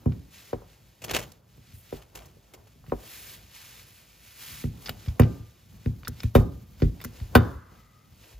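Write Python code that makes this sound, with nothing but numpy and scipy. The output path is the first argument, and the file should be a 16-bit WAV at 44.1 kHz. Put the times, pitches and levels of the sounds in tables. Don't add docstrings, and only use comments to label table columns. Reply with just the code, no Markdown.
import sys
import numpy as np
from scipy import signal
from scipy.fft import rfft, irfft
from scipy.io import wavfile

SR = 44100
rng = np.random.default_rng(int(sys.argv[2]) if len(sys.argv) > 2 else 0)


def store_wav(level_fs):
    pcm = np.round(np.clip(np.atleast_2d(level_fs), -1, 1) * 32767)
    wavfile.write(sys.argv[1], SR, pcm.T.astype(np.int16))


N = 370380
SPAN = 2 ** 15

# [t/s, mid peak level/dB, contact time constant/ms, weight behind the blow/dB,
# sway of the bench on its legs/dB, clank of steel on steel/dB, damping by the hands/(dB/s)]
THUMPS = [(.058, -11.5, 0.24, 4.5, -19, 5, 0), (.529, -18, 0.2, -18.5, 13, 0.5, 132),
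          (.618, -43, 0.19, -25, 0, 3, 100), (1.576, -42, 0.43, -1, -11, 17, 24),
          (1.73, -34.5, 0.52, 21, 0, 0, 33), (1.924, -24, 0.26, -19, 14, 0, 139),
          (2.366, -51.5, 0.36, -19, -2, -8, 60), (2.754, -46, 0.68, -8, -4, -6, 30),
          (2.84, -49.5, 0.11, -40, 0, 12, 250), (2.878, -34, .64, -4, -16, 4, 95),
          (2.92, -15.5, 0.22, -22.5, 20, 3.5, 220), (4.638, -16.5, 1.3, -22, 2.5, 13, 11),
          (4.891, -30.5, 0.26, -2, 8.5, -3.5, 37), (5.071, -16, 0.77, 11.5, -3.5, -4, 198),
          (5.195, -1.5, 0.21, -2.8, -7, 6.5, 12), (5.392, -29.5, .92, 10, -8, 2.2, 24),
          (5.858, -12.5, 1.3, -18, -3.3, 16, 27), (6.081, -26.5, 0.46, -3.5, -14, -5, 24.5),
          (6.237, -12.5, 0.97, -1.8, -18, 0.5, 200), (6.351, -0.76, 0.25, -6, 9.5, 12.5, 17),
          (6.541, -31, 2.4, -7.5, -14, 15, 4), (6.819, -7, .67, -14, 16, -5, 40.5),
          (7.048, -28.5, 0.43, -7.5, 3, -5.5, 33), (7.207, -20.5, 1.3, 3.5, 2, -1.5, 195.5),
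          (7.352, -0.9, 0.33, -11.5, -18, 23, 14.5), (7.543, -28.5, 1.2, 19, -29, 0, 24),
          (8.329, -33.5, 1.1, 28, 25, -5, 31)]
# [f/Hz, level/dB, t60/s]
BENCH_MODES = [(51, -9, 0.21), (82.6, -5, 0.26), (112, 1, 0.24), (143.4, -0.5, 0.18), (184.4, -8.5, 0.18),
               (240.5, 1.5, 0.12), (308, -9, 0.19), (347, -5, 0.033), (393, -7, 0.14), (466, 1, 0.051),
               (548, -6.5, 0.068), (662.4, -13, 0.062), (746.5, -11.5, 0.092), (962, -12.5, 0.084),
               (1059, -9.5, 0.055), (1123, -16, 0.03), (1232, -31, 0.43), (1256, -16.5, 0.066),
               (1440, -20.5, 0.068), (1750, -19.5, 0.11), (2160, -22.5, .03), (2700, -13.5, .02)]
# [f/Hz, level/dB, t60/s]
HANDLE_MODES = [(1200, 0, .75), (1556, 0, .45)]
# [t/s, level/dB]
HANDLE_RINGS = [(5.195, -48), (6.351, -52)]
CLANK_HZ, CLANK_OCTAVES = 1420, 0.87
PUSH_MS, PUSH_PER_CONTACT = 2.66, 2.7
MODE_SPREAD_DB = 1.9
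TRAVEL_MS = 12.19

# [t/s, mid peak level/dB, pitch f/Hz, rattle t60/s, relative treble level/dB]
CLICKS = [(.0583, -34.5, 2390, .02, 7), (.1212, -39.5, 1910, 0.024, -6), (0.5316, -34, 1630, 0.021, -12.5),
          (1.927, -36.5, 1780, 0.023, -4), (2.8636, -46, 2380, 0.051, 1), (2.8977, -43.5, 2240, 0.059, -4),
          (2.9188, -36, 1410, 0.033, -7), (4.6394, -33, 1910, 0.03, 1), (4.859, -26, 4840, 0.049, -18.5),
          (4.873, -25, 4800, 0.018, -5.5), (4.884, -29, 1580, 0.022, -6), (4.893, -13.5, 3640, 0.024, 5),
          (5.0617, -38, 2510, .025, -3), (5.0835, -34, 3640, 0.022, -3), (5.1955, -12.5, 2025, 0.06, 5),
          (5.2177, -25.5, 1915, 0.036, -9), (5.232, -28, 2510, 0.044, -9), (5.86, -30.5, 1850, 0.01, -5),
          (6.0326, -36, 1500, 0.033, -9.5), (6.049, -33, 4100, 0.055, -8.5), (6.073, -23, 1490, 0.018, -6),
          (6.08, -12.5, 1820, 0.029, 13), (6.2036, -26, 4170, 0.025, -24), (6.2326, -23.5, 2470, 0.038, 7),
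          (6.3516, -11, 1936, 0.063, 1.5), (6.8022, -37.5, 1500, 0.0077, -13),
          (6.8199, -28, 1850, 0.082, -19.5), (7.0026, -38, 1730, 0.017, -5), (7.0135, -28.5, 3970, .044, 6),
          (7.0406, -23.5, 1547, 0.023, 10.5), (7.0468, -15.5, 1515, 0.025, 5),
          (7.201, -38.5, 2236, 0.025, -3), (7.352, -2, 1510, 0.048, -3.5), (7.374, -18.5, 1448, 0.05, -3)]
# [f/Hz, level/dB, t60/s]
STEEL_MODES = [(1480, 3, .009), (1970, 4, .007), (2430, 4.5, .007), (2930, 6, .006), (3610, 7, .008),
               (4100, 1, .008), (4600, 3, .01), (5030, 5, .008), (5750, -5, .007), (6120, -12, .007),
               (7250, -22, .03)]
CRACK_DB = 9

# [t/s, relative level/dB, t60/s, relative treble level/dB]
SLIPS = [(1.016, -43.5, 0.2, 4), (1.039, -32, 0.069, 7.5), (1.081, -39, 0.11, -11), (1.095, -34, 0.14, -2),
         (1.109, -25, 0.047, 5), (1.133, -30.5, 0.25, 1), (1.144, -24, 0.089, 2), (1.16, -23.5, 0.046, 0),
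         (1.166, -19, 0.018, 3), (1.191, -35, 0.073, 7.5), (1.224, -33, 0.065, 2.5),
         (1.318, -50, 0.029, 16.5), (2.017, -43, 0.073, 2.5), (2.151, -33, 0.054, 8),
         (2.172, -47.5, 0.37, 4), (2.256, -47, 0.032, 14), (2.536, -37, 0.049, 6),
         (2.67, -45.5, 0.039, 4.5), (8.237, -48, 0.048, -8), (8.325, -51, 0.069, -1)]
# [f/Hz, level/dB]
LAMINATE_SPECTRUM = [(100, -16), (250, -1), (500, 6.5), (1200, -4), (2800, 3.5), (4500, -5), (8000, -5),
                     (13000, -13), (16000, -14)]

# [start t/s, rise/s, hold/s, level/dB]
BUZZ = [(7.355, .008, .07, -45.5)]
BUZZ_LOW_HZ, BUZZ_HIGH_HZ, BUZZ_FADE_DB_PER_S = 950, 1650, 65

# [f/Hz, width of one filter pass/Hz, level/dB]
VALVE_RESONANCES = [(1250, 120, 0), (2000, 140, -5)]
WHINE_START_S, WHINE_DB, WHINE_FADE_DB_PER_S, WHINE_END_S = 7.4, -65, 8.5, 8.03
WHINE_WAVER_DB, WHINE_WAVER_HZ = 1.5, 12

# [start t/s, rise/s, hold/s, level/dB, extra sheen in the treble/dB]
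SWISHES = [(.29, 0.049, .17, -52, 1.5), (.6, 0.093, .04, -61.5, 0), (1.05, 0.22, .1, -70, -12.5),
           (1.5, 0.23, .02, -60.5, -2), (1.73, 0.0072, .06, -73.5, 23), (1.8, 0.14, .03, -53, 2.5),
           (2.93, 0.19, .22, -48.5, 5.5), (3.49, 0.06, .26, -51, 2.5), (3.85, 0.018, .12, -60.5, 6.5),
           (4.095, 0.15, 0.082, -56, 4.5), (4.307, 0.11, .2, -46.5, 4.5), (4.78, 0.044, .06, -53.5, 7),
           (4.95, 0.045, .1, -56, 0), (5.2, 0.037, .08, -62, -11), (5.7, 0.15, .03, -58, -2),
           (6.1, 0.1, 0.051, -52, -0.5), (6.72, 0.092, .04, -55.5, -4), (6.97, 0.057, .03, -57, -9),
           (7.1, 0.066, .06, -55, 0), (7.3, 0.03, .2, -70, -3), (7.68, 0.074, .05, -63.5, -1),
           (8.15, 0.079, .09, -56.5, 2)]
# [t/s, level/dB]
HISS = [(0, -65), (1.3, -64), (1.42, -78), (1.52, -64.5), (2.9, -68), (3.4, -56.5), (4.1, -60), (5.4, -62),
        (6.0, -70.5), (6.5, -68.5), (7.4, -59), (7.65, -68), (8.4, -66.5)]
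# [f/Hz, level/dB]
SWISH_SPECTRUM = [(700, -7), (1500, 0.5), (2500, 4.5), (4000, 2), (6000, 0), (8500, 1), (11000, -4),
                  (13500, -5.5), (15000, -4), (15700, -13.5), (16100, -4.5)]
SWISH_FADE_DB_PER_S, HISS_SHEEN_DB = 229, 1.5

# [start t/s, rise/s, hold/s, skin and cable rub level/dB, bench rumble level/dB]
MOVES = [(0, 0.0035, 0.14, -63.5, -55), (0.406, 0.16, 0.074, -59, -54.5), (1.021, 0.075, 0.1, -46, -38.5),
         (1.61, 0.11, .02, -84, -56), (1.89, 0.084, .02, -58, -53), (2.124, 0.041, 0.04, -54, -50.5),
         (2.36, 0.065, .04, -83, -65), (2.502, 0.038, 0.036, -59.5, -58), (2.71, 0.21, .02, -77, -47.5),
         (2.923, 0.071, 0.024, -52.5, -54), (3.132, 0.061, 0.18, -63, -58.5),
         (3.625, 0.18, .03, -67.5, -62), (4.095, 0.064, 0.5, -91, -68), (4.46, 0.027, 0.14, -85, -50.5),
         (4.705, 0.043, 0.63, -60.5, -49), (5.195, 0.08, 0.024, -56.5, -54),
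         (5.617, 0.13, 0.89, -69.5, -49.5), (6.337, 0.017, 0.023, -51, -32.5),
         (6.66, 0.15, .02, -65, -43.5), (6.91, 0.045, 0.54, -63, -49.5), (7.32, 0.027, 0.11, -45.5, -44.5),
         (7.597, 0.13, .03, -65, -55), (7.984, 0.14, 0.018, -72, -52), (8.172, .09, 0.039, -63, -78)]
# [f/Hz, level/dB]
RUB_SPECTRUM = [(150, -50.5), (300, -1), (500, -2.5), (900, -8), (1500, -14), (2200, -27.5), (3000, -48)]
# [f/Hz, level/dB]
RUMBLE_SPECTRUM = [(25, -30.5), (50, 8.5), (75, 0.5), (108, 5.5), (150, -1.5), (240, -7.5), (400, -33.5)]
MOVE_FADE_DB_PER_S, REST_RUB_DB, REST_RUMBLE_DB = 125.5, -71, -59.5
RISE_DB = 17.5

# [f/Hz, level/dB, t60/s]
TAIL = [(50.6, -33.5, 1), (125, -11.5, 0.36), (290, -20.5, 0.54), (690, -25.5, 0.38), (1270, -32, 0.39),
        (2500, -13, 0.095), (6000, -34, 0.76), (14000, -46, .2)]
# [f/Hz, level/dB]
WIDTH = [(60, -26), (120, -17), (250, -6.5), (500, -4.5), (900, -2.5), (1300, -5), (1800, -20.5),
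         (2500, -18.5), (6000, -6.5), (8000, -46.5), (9500, -10.5), (11000, -17), (13500, -31)]
# [f/Hz, lead of the left/rad]
PHASE_TURN = [(1800, 0), (2700, .4), (4200, .6), (5080, .7), (5770, -1.7), (6720, -.5), (7580, -2.2),
              (8100, -2.4), (8750, -3.14), (9400, -3.6), (10200, -4.0), (11900, -5.6), (13200, -6.2),
              (16400, -6.3)]
MIC_LOW_HZ, STOPBAND_HZ = 49.6, 16800


def amp(db):
    return 10 ** (np.asarray(db) / 20)


def rms_one(x):
    return x / np.sqrt(np.mean(x ** 2) + 1e-20)


def at_hz(points, hz, axis=1):
    points = np.array(points)
    return np.interp(np.log(np.maximum(hz, 1)), np.log(points[:, 0]), points[:, axis])


def coloured(x, spectrum):
    size = x.shape[-1]
    return irfft(rfft(x) * amp(at_hz(spectrum, np.fft.rfftfreq(size, 1 / SR))), size)


def filtered(x, order, hz, kind):
    return signal.sosfilt(signal.butter(order, hz, kind, fs=SR, output="sos"), x)


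def wide_noise(spectrum):
    return rms_one(coloured(rng.standard_normal((2, N)), spectrum))


def drift(corner_hz):
    step = 40
    r = np.exp(-2 * np.pi * corner_hz * step / SR)
    noise = rng.standard_normal(N // step + 2002)
    slow = signal.lfilter([1], [1, -2 * r, r * r], noise)[2000:]
    return np.interp(np.arange(N) / step, np.arange(len(slow)), rms_one(slow))


def ringing(modes):
    hz, db, t60 = np.transpose(modes)[:, :, None]
    t = np.arange(SPAN) / SR
    return amp(db - 60 * t / t60) * np.sin(2 * np.pi * hz * t)


def gestures(rows, rest_db, fade_db_per_s):
    t = np.arange(N // 64 + 2) * 64 / SR
    start, rise, hold, db = np.transpose(rows)[:, :, None]
    rising = RISE_DB * np.minimum((t - start) / np.maximum(rise, .004) - 1, 0)
    fading = fade_db_per_s * np.maximum(t - start - rise - hold, 0)
    power = np.sum(amp(db + rising - fading) ** 2 * (t >= start), axis=0)
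    return np.sqrt(np.interp(np.arange(N) / SR, t, power) + amp(rest_db) ** 2)


def add(out, s, x):
    i = round(s * SR)
    out[..., i:i + x.shape[-1]] += x[..., :N - i]


def thumps(answer):
    out = np.zeros((2, N))
    hz = np.fft.rfftfreq(2 * SPAN, 1 / SR)
    bench, room = rfft(ringing(BENCH_MODES), 2 * SPAN), rfft(answer, 2 * SPAN)
    count = len(BENCH_MODES)
    chance = rng.normal(0, 1, (len(THUMPS), 2, count))
    swoop = np.exp(-4j * np.pi * TRAVEL_MS / 1000 * np.sqrt(100 * hz))
    lead = np.exp(2j * np.pi * hz * TRAVEL_MS / 6000)
    clank_shape = np.exp(-(np.log2((hz + 1) / CLANK_HZ) / CLANK_OCTAVES) ** 2)
    for row, (strength, lean) in zip(THUMPS, chance):
        s, db, contact_ms, weight_db, sway_db, clank_db, damping_db = row
        side_phase = np.exp(1j * (np.pi / 2 + .5 * lean))
        weights = amp(MODE_SPREAD_DB * strength) * np.array([np.ones(count), side_phase])
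        weights[:, 0] *= amp(sway_db)
        contact = 1 / (1 + 2j * np.pi * hz * contact_ms / 1000) ** 3
        contact *= amp(clank_db * clank_shape)
        push_ms = PUSH_MS + PUSH_PER_CONTACT * contact_ms
        push = amp(weight_db / (1 + (hz * push_ms / 1000) ** 4))
        blow = irfft((weights @ bench + room) * contact * push * swoop * lead)[:, :SPAN]
        blow *= amp(-damping_db * np.arange(SPAN) / SR)
        add(out, s, amp(db) * blow / np.abs(blow[0]).max())
    return out


def handle_rings():
    out = np.zeros((2, N))
    tube = ringing(HANDLE_MODES).sum(axis=0)
    for s, db in HANDLE_RINGS:
        add(out, s, amp(db) * tube * [[1], [.5]])
    return out


def clicks():
    out = np.zeros((2, N))
    steel, modes_hz = ringing(STEEL_MODES)[:, :4096], np.array(STEEL_MODES)[:, 0]
    t = np.arange(2048) / SR
    crack = filtered(signal.unit_impulse(4096), 2, 900, "high")
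    soft = filtered(crack, 2, 5500, "low")
    for s, db, hz, t60, treble_db in CLICKS:
        contacts = rng.random(2048) < .15
        rattle = rng.standard_normal((2, 2048)) * contacts * amp(-60 * t / t60)
        rattle[0, 0] = 0.88
        near_db = np.where(modes_hz > 6000, treble_db, -11 * np.abs(np.log2(modes_hz / hz)))
        body = amp(2 * rng.standard_normal(len(STEEL_MODES)) + near_db) @ steel
        body += amp(CRACK_DB) * soft + amp(15.0 + treble_db) * (crack - soft)
        tick = signal.fftconvolve(rattle, body[None])
        add(out, s, amp(db) * tick / np.abs(tick[0]).max())
    return out


def slips():
    dull, bright = np.zeros(N), np.zeros(N)
    t = np.arange(8192) / SR
    for s, db, t60, treble_db in SLIPS:
        burst = amp(db - 2.5 - 60 * t / t60) * (1 - np.exp(-t / 0.0035))
        add(dull, s, burst)
        add(bright, s, burst * amp(treble_db))
    grit = wide_noise(LAMINATE_SPECTRUM) * amp(4.5 * drift(250))
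    top = filtered(grit, 2, 5000, "high")
    head = ringing(STEEL_MODES)[:, :4096].sum(axis=0)
    singing = rms_one(signal.fftconvolve(grit, head[None], axes=1)[:, :N])
    return dull * (grit - top + amp(-16.5) * singing) + bright * top


def buzz():
    band = filtered(rng.standard_normal((2, N)), 4, [BUZZ_LOW_HZ, BUZZ_HIGH_HZ], "band")
    grain = rms_one(band) * amp(1.2 * drift(60))
    return grain * gestures(BUZZ, -150, BUZZ_FADE_DB_PER_S)


def whine():
    tones = 0
    for hz, width, db in VALVE_RESONANCES:
        r = np.exp(-np.pi * width / SR)
        pole = [1, -2 * r * np.cos(2 * np.pi * hz / SR), r * r]
        once = signal.lfilter([1, 0, -1], pole, rng.standard_normal(N))
        tones = tones + amp(db) * rms_one(signal.lfilter([1], pole, once))
    t = np.arange(N) / SR
    level_db = WHINE_DB - WHINE_FADE_DB_PER_S * (t - WHINE_START_S)
    level_db -= 140 * np.maximum(t - WHINE_END_S, 0)
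    level_db += WHINE_WAVER_DB * drift(WHINE_WAVER_HZ)
    return tones * amp(level_db) * (t > WHINE_START_S)


def sleeves():
    swishes = np.array(SWISHES)
    hiss_db = np.interp(np.arange(N) / SR, *np.transpose(HISS))
    sheen_rows = np.c_[swishes[:, :3], swishes[:, 3] + swishes[:, 4]]
    body_level = gestures(swishes[:, :4], hiss_db, SWISH_FADE_DB_PER_S)
    sheen_level = gestures(sheen_rows, hiss_db + HISS_SHEEN_DB, SWISH_FADE_DB_PER_S)
    nylon = wide_noise(SWISH_SPECTRUM)
    sheen = coloured(nylon, [(5000, -40), (9000, 0)])
    flutter = amp(1.0 * drift(5.3) + 1.1 * drift(200))
    return (body_level * (nylon - sheen) + sheen_level * sheen) * flutter


def skin_rub():
    rub = wide_noise(RUB_SPECTRUM) * amp(0.78 * drift(8.9) + 0.6 * drift(74))
    return rub * gestures(np.array(MOVES)[:, :4], REST_RUB_DB, MOVE_FADE_DB_PER_S)


def bench_rumble():
    rumble = wide_noise(RUMBLE_SPECTRUM) * amp(2.2 * drift(18))
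    return rumble * gestures(np.delete(np.array(MOVES), 3, axis=1), REST_RUMBLE_DB, MOVE_FADE_DB_PER_S)


def tail():
    t = np.arange(SPAN) / SR
    edges = 35 * 2 ** np.arange(0, 9.1, .5)
    out = 0
    for low, high in zip(edges, edges[1:]):
        band = filtered(rng.standard_normal((2, SPAN)), 2, [low, high], "band")
        hz = np.sqrt(low * high)
        decay_db = at_hz(TAIL, hz) - 60 * t / at_hz(TAIL, hz, axis=2)
        out = out + rms_one(band) * amp(decay_db)
    return out * (1 - np.exp(-t / 0.0013))


def scene():
    answer = tail()
    ticks = clicks()
    echoes = amp(-38) * signal.fftconvolve(ticks[:1], answer, axes=1)[:, :N]
    tool = thumps(answer) + handle_rings() + ticks + echoes + slips() + buzz() + whine()
    mid, side = tool + sleeves() + skin_rub() + bench_rumble()
    side = coloured(side, WIDTH)
    return np.array([mid + side, mid - side])


def record(dry):
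    hz = np.fft.rfftfreq(N, 1 / SR)
    lead = np.interp(hz, *np.transpose(PHASE_TURN))
    turn = np.exp(.5j * lead * np.array([[1], [-1]]))
    turned = irfft(rfft(dry) * turn, N)
    thinned = filtered(turned, 4, MIC_LOW_HZ, "high")
    rounded = 1.2 * np.tanh(thinned / 1.2)
    return signal.sosfilt(signal.cheby2(12, 70, STOPBAND_HZ, fs=SR, output="sos"), rounded)


dry = scene()
out = record(dry)
store_wav(out)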